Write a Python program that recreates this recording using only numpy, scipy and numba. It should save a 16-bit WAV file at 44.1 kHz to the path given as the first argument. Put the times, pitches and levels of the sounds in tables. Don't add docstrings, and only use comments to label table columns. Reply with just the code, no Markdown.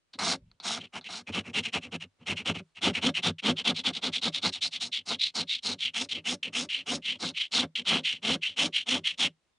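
import sys
import numpy as np
from scipy import signal
from scipy.fft import rfft, irfft
from scipy.io import wavfile
from scipy.ndimage import uniform_filter1d
from numba import njit

SR = 44100
rng = np.random.default_rng(int(sys.argv[2]) if len(sys.argv) > 2 else 0)


def persist_wave(psi):
    counts = np.round(np.clip(psi, -1, 1) * 32767).astype(np.int16)
    wavfile.write(sys.argv[1], SR, np.atleast_2d(counts).T)


def amplitude_ratio(level_db):
    exponent = np.asarray(level_db, float) / 20
    return 10 ** exponent


N = 422478
T = np.arange(N) / SR


def unit(x):
    return x / np.sqrt(np.mean(x ** 2))


def walk(rate):
    hold = int(SR / rate)
    levels = rng.standard_normal(N // 20 + 1)[:N // hold + 1]
    return uniform_filter1d(np.repeat(levels, hold), hold)[:N]


@njit
def moving_resonance(x, hz, width):
    y, band, low = np.empty(len(x)), 0., 0.
    for i in range(len(x)):
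        g, k = np.tan(np.pi * hz[i] / SR), width[i] / hz[i]
        v = (band + g * (x[i] - low)) / (1 + g * (g + k))
        band, low, y[i] = 2 * v - band, low + 2 * g * v, k * v
    return y


def body(x, modes):
    total = 0
    for k, (hz, width, db) in enumerate(modes):
        b, a = signal.iirpeak(hz, hz / width, SR)
        total = total + (-1) ** k * amplitude_ratio(db) * signal.lfilter(b, a, x)
    return total


# (f/Hz, level/dB per Hz)
SHOP_SPECTRUM = [(18, -40), (30, -14), (195, -18.5), (296, -19.5), (1820, -24.5), (3540, -25.5),
                 (5380, -30), (10700, -35.5), (13900, -60.5), (22000, -120)]
SHOP_DB = -80.5
EARLY_SHOP_DB, EARLY_UNTIL_S = -2, 0.78


def shop():
    hz, db = np.transpose(SHOP_SPECTRUM)
    colour = amplitude_ratio(np.interp(np.log(np.fft.rfftfreq(N, 1 / SR) + 1), np.log(hz), db))
    air = unit(irfft(rfft(rng.standard_normal(N)) * colour, N))
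    return air * amplitude_ratio(SHOP_DB + EARLY_SHOP_DB * (T < EARLY_UNTIL_S) + 1.5 * walk(11.0))


# (t/s, length/s, blade level/dB, swell over the stroke/dB, vice shudder level/dB)
FIRST_PUSHES = [(.182, .19, -34, 6.5, -34.5), (.62, 0.19, -36, -5.5, -40.5), (.92, 0.083, -43, 6.5, -45.5),
                (1.066, .165, -42, 0, -48.5)]
FIRST_PULLS = [(0.13, 0.042, -53, -11.5, -45.5), (.788, 0.1, -45, 0, -43.5), (1.036, .06, -44, -2, -47)]
QUICK_PUSHES = [(1.315, 0.11, -31, 0.15, -29), (1.528, 0.095, -27.4, -3.6, -29),
                (1.718, 0.08, -29, 1.8, -29.5), (1.907, 0.067, -36, 11, -30.5),
                (2.253, 0.1, -32, -3.5, -29), (2.444, 0.091, -30, -3.9, -26.5),
                (2.807, 0.12, -28, -11.5, -22), (3.007, 0.11, -27, -3, -23),
                (3.217, 0.104, -26, -0.5, -30.5), (3.418, 0.12, -26, 4, -20.5),
                (3.638, 0.097, -24.5, -5.5, -24), (3.831, 0.089, -27.5, -1, -29.8),
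                (4.011, 0.099, -29, -2, -29), (4.21, 0.1, -28.5, -4, -32.5), (4.41, 0.1, -26.5, 4.5, -31),
                (4.605, 0.094, -28.5, -7, -47), (4.793, 0.11, -36, -13, -44.5)]
QUICK_PULLS = [(1.259, 0.064, -40, 0, -32.5), (1.426, 0.098, -44.5, 8, -36.5), (1.619, 0.093, -31, 0, -40),
               (1.803, 0.095, -41, -6, -40.5), (1.996, 0.077, -41.2, -19, -44),
               (2.171, 0.082, -64.5, 25, -52), (2.348, 0.094, -32.5, -0.5, -37.5),
               (2.529, 0.055, -37, 17, -35.5), (2.571, 0.051, -41, -16.5, -37.5),
               (2.745, 0.063, -40.5, 1, -57), (2.924, 0.089, -26.5, 0.5, -35),
               (3.136, 0.082, -25, -3.5, -43.5), (3.372, 0.046, -39.5, -6.5, -76.5),
               (3.554, 0.078, -29.5, 4.5, -42), (3.737, 0.092, -29.5, 0, -40),
               (3.921, 0.086, -31, 2, -46.5), (4.112, 0.099, -27, -1.5, -46),
               (4.315, 0.099, -29, -2, -45.5), (4.513, 0.094, -32, -9, -56), (4.704, 0.094, -31, -1, -49.8)]
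LONG_PUSHES = [(5.051, 0.12, -32, 2.5, -35.5), (5.337, 0.11, -30.5, -1, -34),
               (5.619, 0.14, -32.2, 0.2, -35), (5.932, 0.14, -32.5, -5.5, -39),
               (6.237, 0.13, -33, 2.5, -32.5), (6.521, 0.15, -33, -3, -32.5), (6.854, 0.14, -34.5, -4, -30),
               (7.183, 0.14, -35.5, 4.5, -35.5), (7.508, 0.16, -27, -11.5, -29.5),
               (7.844, 0.176, -25, -4, -28), (8.214, 0.16, -26, 9, -25), (8.558, 0.14, -27.5, -1.5, -29),
               (8.856, 0.15, -27.5, -2, -29.5), (9.171, 0.12, -26.0, 5, -32)]
LONG_PULLS = [(4.912, 0.12, -31.5, -13.5, -60), (5.179, 0.14, -28.5, 1, -64),
              (5.466, 0.14, -29.5, 0.5, -63), (5.778, 0.14, -30, -1, -54.5),
              (6.081, 0.14, -36, -7.5, -41.5), (6.417, 0.096, -36.5, -15.5, -41),
              (6.679, 0.17, -34, -2, -52), (7.015, 0.17, -32.5, -2, -44), (7.331, 0.16, -32, -1, -66.5),
              (7.739, 0.095, -32.5, -7, -42), (8.027, 0.18, -31.5, -17, -58),
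              (8.408, 0.16, -35.5, -17.5, -58.5), (8.72, 0.13, -27, -6, -60.5),
              (9.032, 0.13, -30.5, -11.5, -60.5)]
HOVERS = [
    (0.401, .2, -86, 1.5, -79.5),
]
HAND = {"first push": (0.38, 0.37), "first pull": (0.18, 0.48), "quick push": (.42, 0.4545),
        "quick pull": (0.55, 0.73), "long push": (.33, 0.44), "long pull": (0.36, 0.5), "hover": (.45, .45)}
BITE = {"first push": (-1.5, -1.5, -2, -3, -12.5), "first pull": (-17, -20, -15.5, -26.5, -10.5),
        "quick push": (-13.5, -10, -7.5, -10.5, -8.5), "quick pull": (-17, -12, -16.5, -12.5, -6.5),
        "long push": (-7, -10, -7, -9, -14), "long pull": (-21, -22, -16, -8, -9.5),
        "hover": (-27, -27.5, -4, -3, 1.5)}
LANDINGS = [.186, 1.04, 3.382, 6.087, 6.427, 6.687, 7.752]
# (t/s, blade resonance f/Hz, roll of the wrist, tearing level/dB)
PUSH_GRIP = [(.28, 4190, .06, 3), (0.698, 3780, -0.066, 3.5), (0.961, 2800, 0.002, -7.5),
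             (1.129, 4170, .06, -3), (1.37, 2960, -.02, 2), (2.5, 2854, -.05, 2), (3.061, 3330, .04, 4),
             (3.701, 3376, 0.0093, -5.5), (4.46, 3980, 0.054, -4.5), (4.85, 3830, 0.11, 12),
             (5.11, 4010, -0.31, -4.5), (5.7, 4060, -0.06, 0.5), (6.0, 3345, 0.27, 5.5),
             (6.921, 3400, 0.26, 9), (7.248, 4180, -0.085, 1), (7.929, 3170, -.04, -11.5),
             (8.629, 3280, 0.18, 1.5), (9.24, 3200, -0.15, -2.5)]
PULL_GRIP = [(.15, 3840, -.05, -6.5), (.5, 2850, .05, -7), (1.0, 2920, -.08, 0), (1.47, 2450, 0.033, 7.5),
             (1.66, 2820, -.08, 5.5), (2.97, 2700, -.08, 2), (3.4, 2900, .03, 1), (3.78, 3570, -.04, -9),
             (4.16, 3370, 0.03, -4), (4.55, 3500, -0.14, 5.5), (4.97, 3420, -0.13, -3.5),
             (5.25, 3660, .12, -8.5), (5.53, 3500, -0.037, -5), (5.85, 3186, -.2, 2), (6.14, 3166, -.24, 3),
             (6.46, 2805, -0.052, 3), (7.4, 3130, 0.0045, 1), (8.1, 3044, 0.017, 5)]
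LANDING_S = .005
SPEED_POWER = 2.03
LEVEL_DB, VICE_DB, SWELL_GAIN = 0.5, -4, 1.54
SHUDDER_PEAK = 0.59
ROLL_RING_DB, ROLL_HISS_DB = -24, 44.5
SHUDDER_WOOD = 0.067
BENCH_LAG = 0.21


def strokes():
    ring, vice, bench = np.zeros(N), np.zeros(N), np.zeros(N)
    grip = np.tile([[3000.], [-20], [-20], [0], [0]], N)
    tables = FIRST_PUSHES, FIRST_PULLS, QUICK_PUSHES, QUICK_PULLS, LONG_PUSHES, LONG_PULLS, HOVERS
    for manner, rows in zip(HAND, tables):
        up, down = HAND[manner]
        hiss_db, wood_db, early_db, late_db, bench_db = BITE[manner]
        when, *columns = np.transpose(PUSH_GRIP if "push" in manner else PULL_GRIP)
        for s, length, db, swell_db, vice_db in rows:
            span = slice(int(s * SR), int((s + 1.3 * length) * SR))
            u = (T[span] - s) / length
            landing = [t for t in LANDINGS if abs(t - s) < .015]
            rise = (T[span] - landing[0]) / LANDING_S if landing else u / up
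            speed = np.sin(np.pi / 2 * np.clip(np.minimum(rise, (1 - u) / down), 0, 1))

            hz, roll, tear_db = (np.interp(s + length / 2, when, column) for column in columns)
            roll = roll * (np.clip(u, .2, .8) - .5) / .6
            ring_db = db + LEVEL_DB + SWELL_GAIN * swell_db * (u - .5) + ROLL_RING_DB * roll
            now = speed ** SPEED_POWER * amplitude_ratio(ring_db)
            hiss = hiss_db + tear_db + ROLL_HISS_DB * roll
            wood = wood_db + SHUDDER_WOOD * (vice_db - db + 3) + 0 * u
            hold = np.stack([hz * (1 + roll), hiss, wood, roll, u])
            grip[:, span] = np.where(now >= ring[span], hold, grip[:, span])
            ring[span] = np.maximum(ring[span], now)

            start_db = early_db - (6 if landing else 25)
            course_db = [start_db, early_db, 0, late_db, late_db - 39]
            shake = amplitude_ratio(vice_db + VICE_DB + np.interp(u, [0, .2, SHUDDER_PEAK, .9, 1.3], course_db))
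            vice[span] = np.maximum(vice[span], shake)
            bench_shake = shake * amplitude_ratio(bench_db - BENCH_LAG * (vice_db + 39))
            bench[span] = np.maximum(bench[span], bench_shake)
    return ring, vice, bench, uniform_filter1d(grip, 200, axis=1)


def teeth(rate, spread_db, chatter_db, chatter_rate):
    when, size, sign = rng.random(N), rng.exponential(size=N), rng.standard_normal(N)
    clicks = (when < rate / SR) * sign * amplitude_ratio(spread_db * size)
    return unit(clicks * amplitude_ratio(chatter_db * walk(chatter_rate)))


def tooth_rows(hz):
    phase = np.cumsum(hz * (1 + 0.059 * walk(90))) / SR
    return unit(np.diff(np.floor(phase), prepend=0) * amplitude_ratio(3 * walk(200)))


# (f/Hz, width/Hz, level/dB)
BENCH = [(97.7, 22, 1), (165.3, 15, -2)]
VICE = [(158.4, 12, 2), (182.4, 29.3, 2.5), (255.3, 60.5, 1), (375, 34, -0.5), (422, 101, -5.5),
        (581, 48, -5.5)]
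WOOD = [(690, 110, 8), (960, 300, -3.5), (1129, 45, -3), (1300, 420, 4), (1660, 70, 4), (2140, 260, 1.5)]
STEEL = [(2108, 196, 5), (2837, 500, 5.5), (3500, 24, -24), (3884, 130, 8), (4384, 900, 3.5)]
FIBRE = [(5140, 1500, 16.5), (6030, 456, 14.5), (6400, 200, 16.5), (6690, 320, -23.5), (8200, 780, -18),
         (9350, 2900, -9.5)]
# (t/s, tooth-row rate at mid stroke f/Hz, bench shudder level/dB)
PACE = [(.3, 227, -4), (1.4, 195, 3.5), (1.948, 237, 2), (2.3, 202, 7.5), (2.55, 187, -2), (2.87, 184, 1),
        (3.07, 245, -2.5), (3.3, 216, 4.5), (3.48, 221, -6), (4.3, 246, -4), (5.2, 220, 3.5),
        (6.3, 248, -3), (6.75, 250, 0), (7.6, 244, 1), (7.949, 217, 0), (8.3, 240, 3), (8.62, 277, -2.5),
        (9.25, 243, 4.5)]
ROWS_GAIN, ROWS_DB = .4, -0.5
ROLL_DAMP = 0.49
CORE_WIDTH, CORE_DB = .13, -2


def rasp():
    ring, vice, bench, (hz, hiss_db, wood_db, roll, progress) = strokes()
    fine, coarse = teeth(9000, 1.7, 1.4, 250), teeth(3000, 0.97, 3.5, 60)
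    fine = fine + amplitude_ratio(-10.5) * teeth(120, 0.88, 0, 250)

    hz = hz * (1 + .025 * walk(30))
    width = hz * np.clip(0.47 + 0.0096 * wood_db + ROLL_DAMP * roll, .1, 1)
    free = moving_resonance(moving_resonance(fine, hz, width), hz, 3.15 * width) / np.sqrt(width)
    others = moving_resonance(np.roll(fine, N // 2), .85 * hz, .5 * hz)
    core = moving_resonance(fine, hz * (1 + .06 * walk(45)), CORE_WIDTH * hz)
    core = amplitude_ratio(CORE_DB) * unit(moving_resonance(core, hz, width))
    core = core / (1 + 8 * np.maximum(roll, 0))
    blade = unit(unit(free) + core + amplitude_ratio(-2.5) * unit(body(others, STEEL)))
    hiss = amplitude_ratio(hiss_db - 4.0) * unit(body(fine, FIBRE))

    grate = amplitude_ratio(wood_db + 3.5) * ring ** 0.47 * np.minimum(vice, 3 * ring + 1e-3) ** 0.5
    when, rows_hz, bench_db = np.transpose(PACE)
    row_rate = np.interp(T, when, rows_hz) * (1 + ROWS_GAIN * (progress - .5))
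    judder = unit(coarse + amplitude_ratio(ROWS_DB) * tooth_rows(row_rate))
    bench = bench * amplitude_ratio(np.interp(T, when, bench_db))

    skip = amplitude_ratio(np.clip(1.2 - .09 * wood_db, 0, 5) * walk(130))
    out = ring * skip * (blade + hiss)
    for x, drive, modes in ((coarse, grate, WOOD), (judder, vice, VICE), (coarse, bench, BENCH)):
        out = out + body(x * drive, modes) / np.std(body(x, modes))
    return out


# (t/s, peak level/dB, f/Hz, decay T60/s)
KNOCKS = [
    (0.136, -36, 4230, 0.082),
    (0.5144, -45.5, 4200, 0.026),
    (0.6, -32.5, 4200, 0.086),
    (1.011, -37.5, 3990, 0.14),
    (2.216, -53, 2660, 0.04),
    (2.231, -52, 2930, 0.052),
    (2.752, -65, 2855, 0.037),
]


def knocks():
    out, t = np.zeros(N), T[:6000]
    for s, db, hz, t60 in KNOCKS:
        decay = 1000. ** (-t / t60) + 2 * 1000. ** (-t / .008)
        grit = rng.standard_normal(len(t)) * decay
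        hz, width = hz + 0 * t, 0.19 * hz + 0 * t
        ring = unit(moving_resonance(moving_resonance(grit, hz, width), hz, width))
        ring = ring + amplitude_ratio(-7.5) * unit(body(grit, VICE + WOOD))
        ring = ring + amplitude_ratio(-18.5) * unit(body(grit, FIBRE))
        out[int(s * SR):][:len(t)] += amplitude_ratio(db) * ring / np.abs(ring).max()
    return out


def shuffle():
    start_s, length_s, top_hz, level_db = .45, .07, 170, -59.5
    band = signal.butter(4, [25, top_hz], "bandpass", fs=SR, output="sos")
    rumble = unit(signal.sosfilt(band, rng.standard_normal(N)))
    return rumble * amplitude_ratio(level_db) * np.exp(-((T - start_s) / length_s) ** 2)


# (t/s, f/Hz, level/dB)
BIRD = [(2.671, 3960, -99), (2.699, 4450, -86), (2.761, 4035, -99), (9.521, 3730, -99), (9.57, 3580, -82)]


def bird():
    s, hz, db = np.transpose(BIRD)
    pitch = np.interp(T, s, hz) * (1 + .01 * walk(200))
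    tone = np.sin(2 * np.pi * np.cumsum(pitch) / SR)
    return tone * amplitude_ratio(np.interp(T, s, db))


def scene():
    near = rasp() + knocks()
    tail = rng.standard_normal(6000) * 1000. ** (-T[:6000] / .09)
    walls = signal.fftconvolve(near, tail / np.sqrt(np.sum(tail ** 2)))[:N]
    radiation = signal.butter(6, 78, "highpass", fs=SR, output="sos")
    near = signal.sosfilt(radiation, near + amplitude_ratio(-20) * walls)
    sides = amplitude_ratio(-2) * shop() * np.array([[1], [-1]])
    return near + bird() + shuffle() + shop() + sides


def low_pass(x):
    return signal.sosfilt(signal.butter(12, 15760, fs=SR, output="sos"), x)


def record(dry):
    top_hz = 10800
    dry = np.tanh(4.5 * dry) / 4.5
    cut = signal.sosfilt(signal.cheby2(12, 60, top_hz + 650, fs=SR, output="sos"), dry)
    fuzz = signal.sosfilt(signal.butter(6, [12500, 15700], "bandpass", fs=SR, output="sos"), dry)
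    fuzz *= amplitude_ratio(-23) * (np.abs(T - 3.8) < 3)
    treble = signal.sosfilt(signal.butter(4, 4600, "highpass", fs=SR, output="sos"), cut)
    slip = amplitude_ratio(-7) * np.exp(-((T - .26) / .02) ** 4) * treble * np.array([[1], [-1]])
    return low_pass(cut + fuzz + slip)


dry = scene()
out = record(dry)
persist_wave(out)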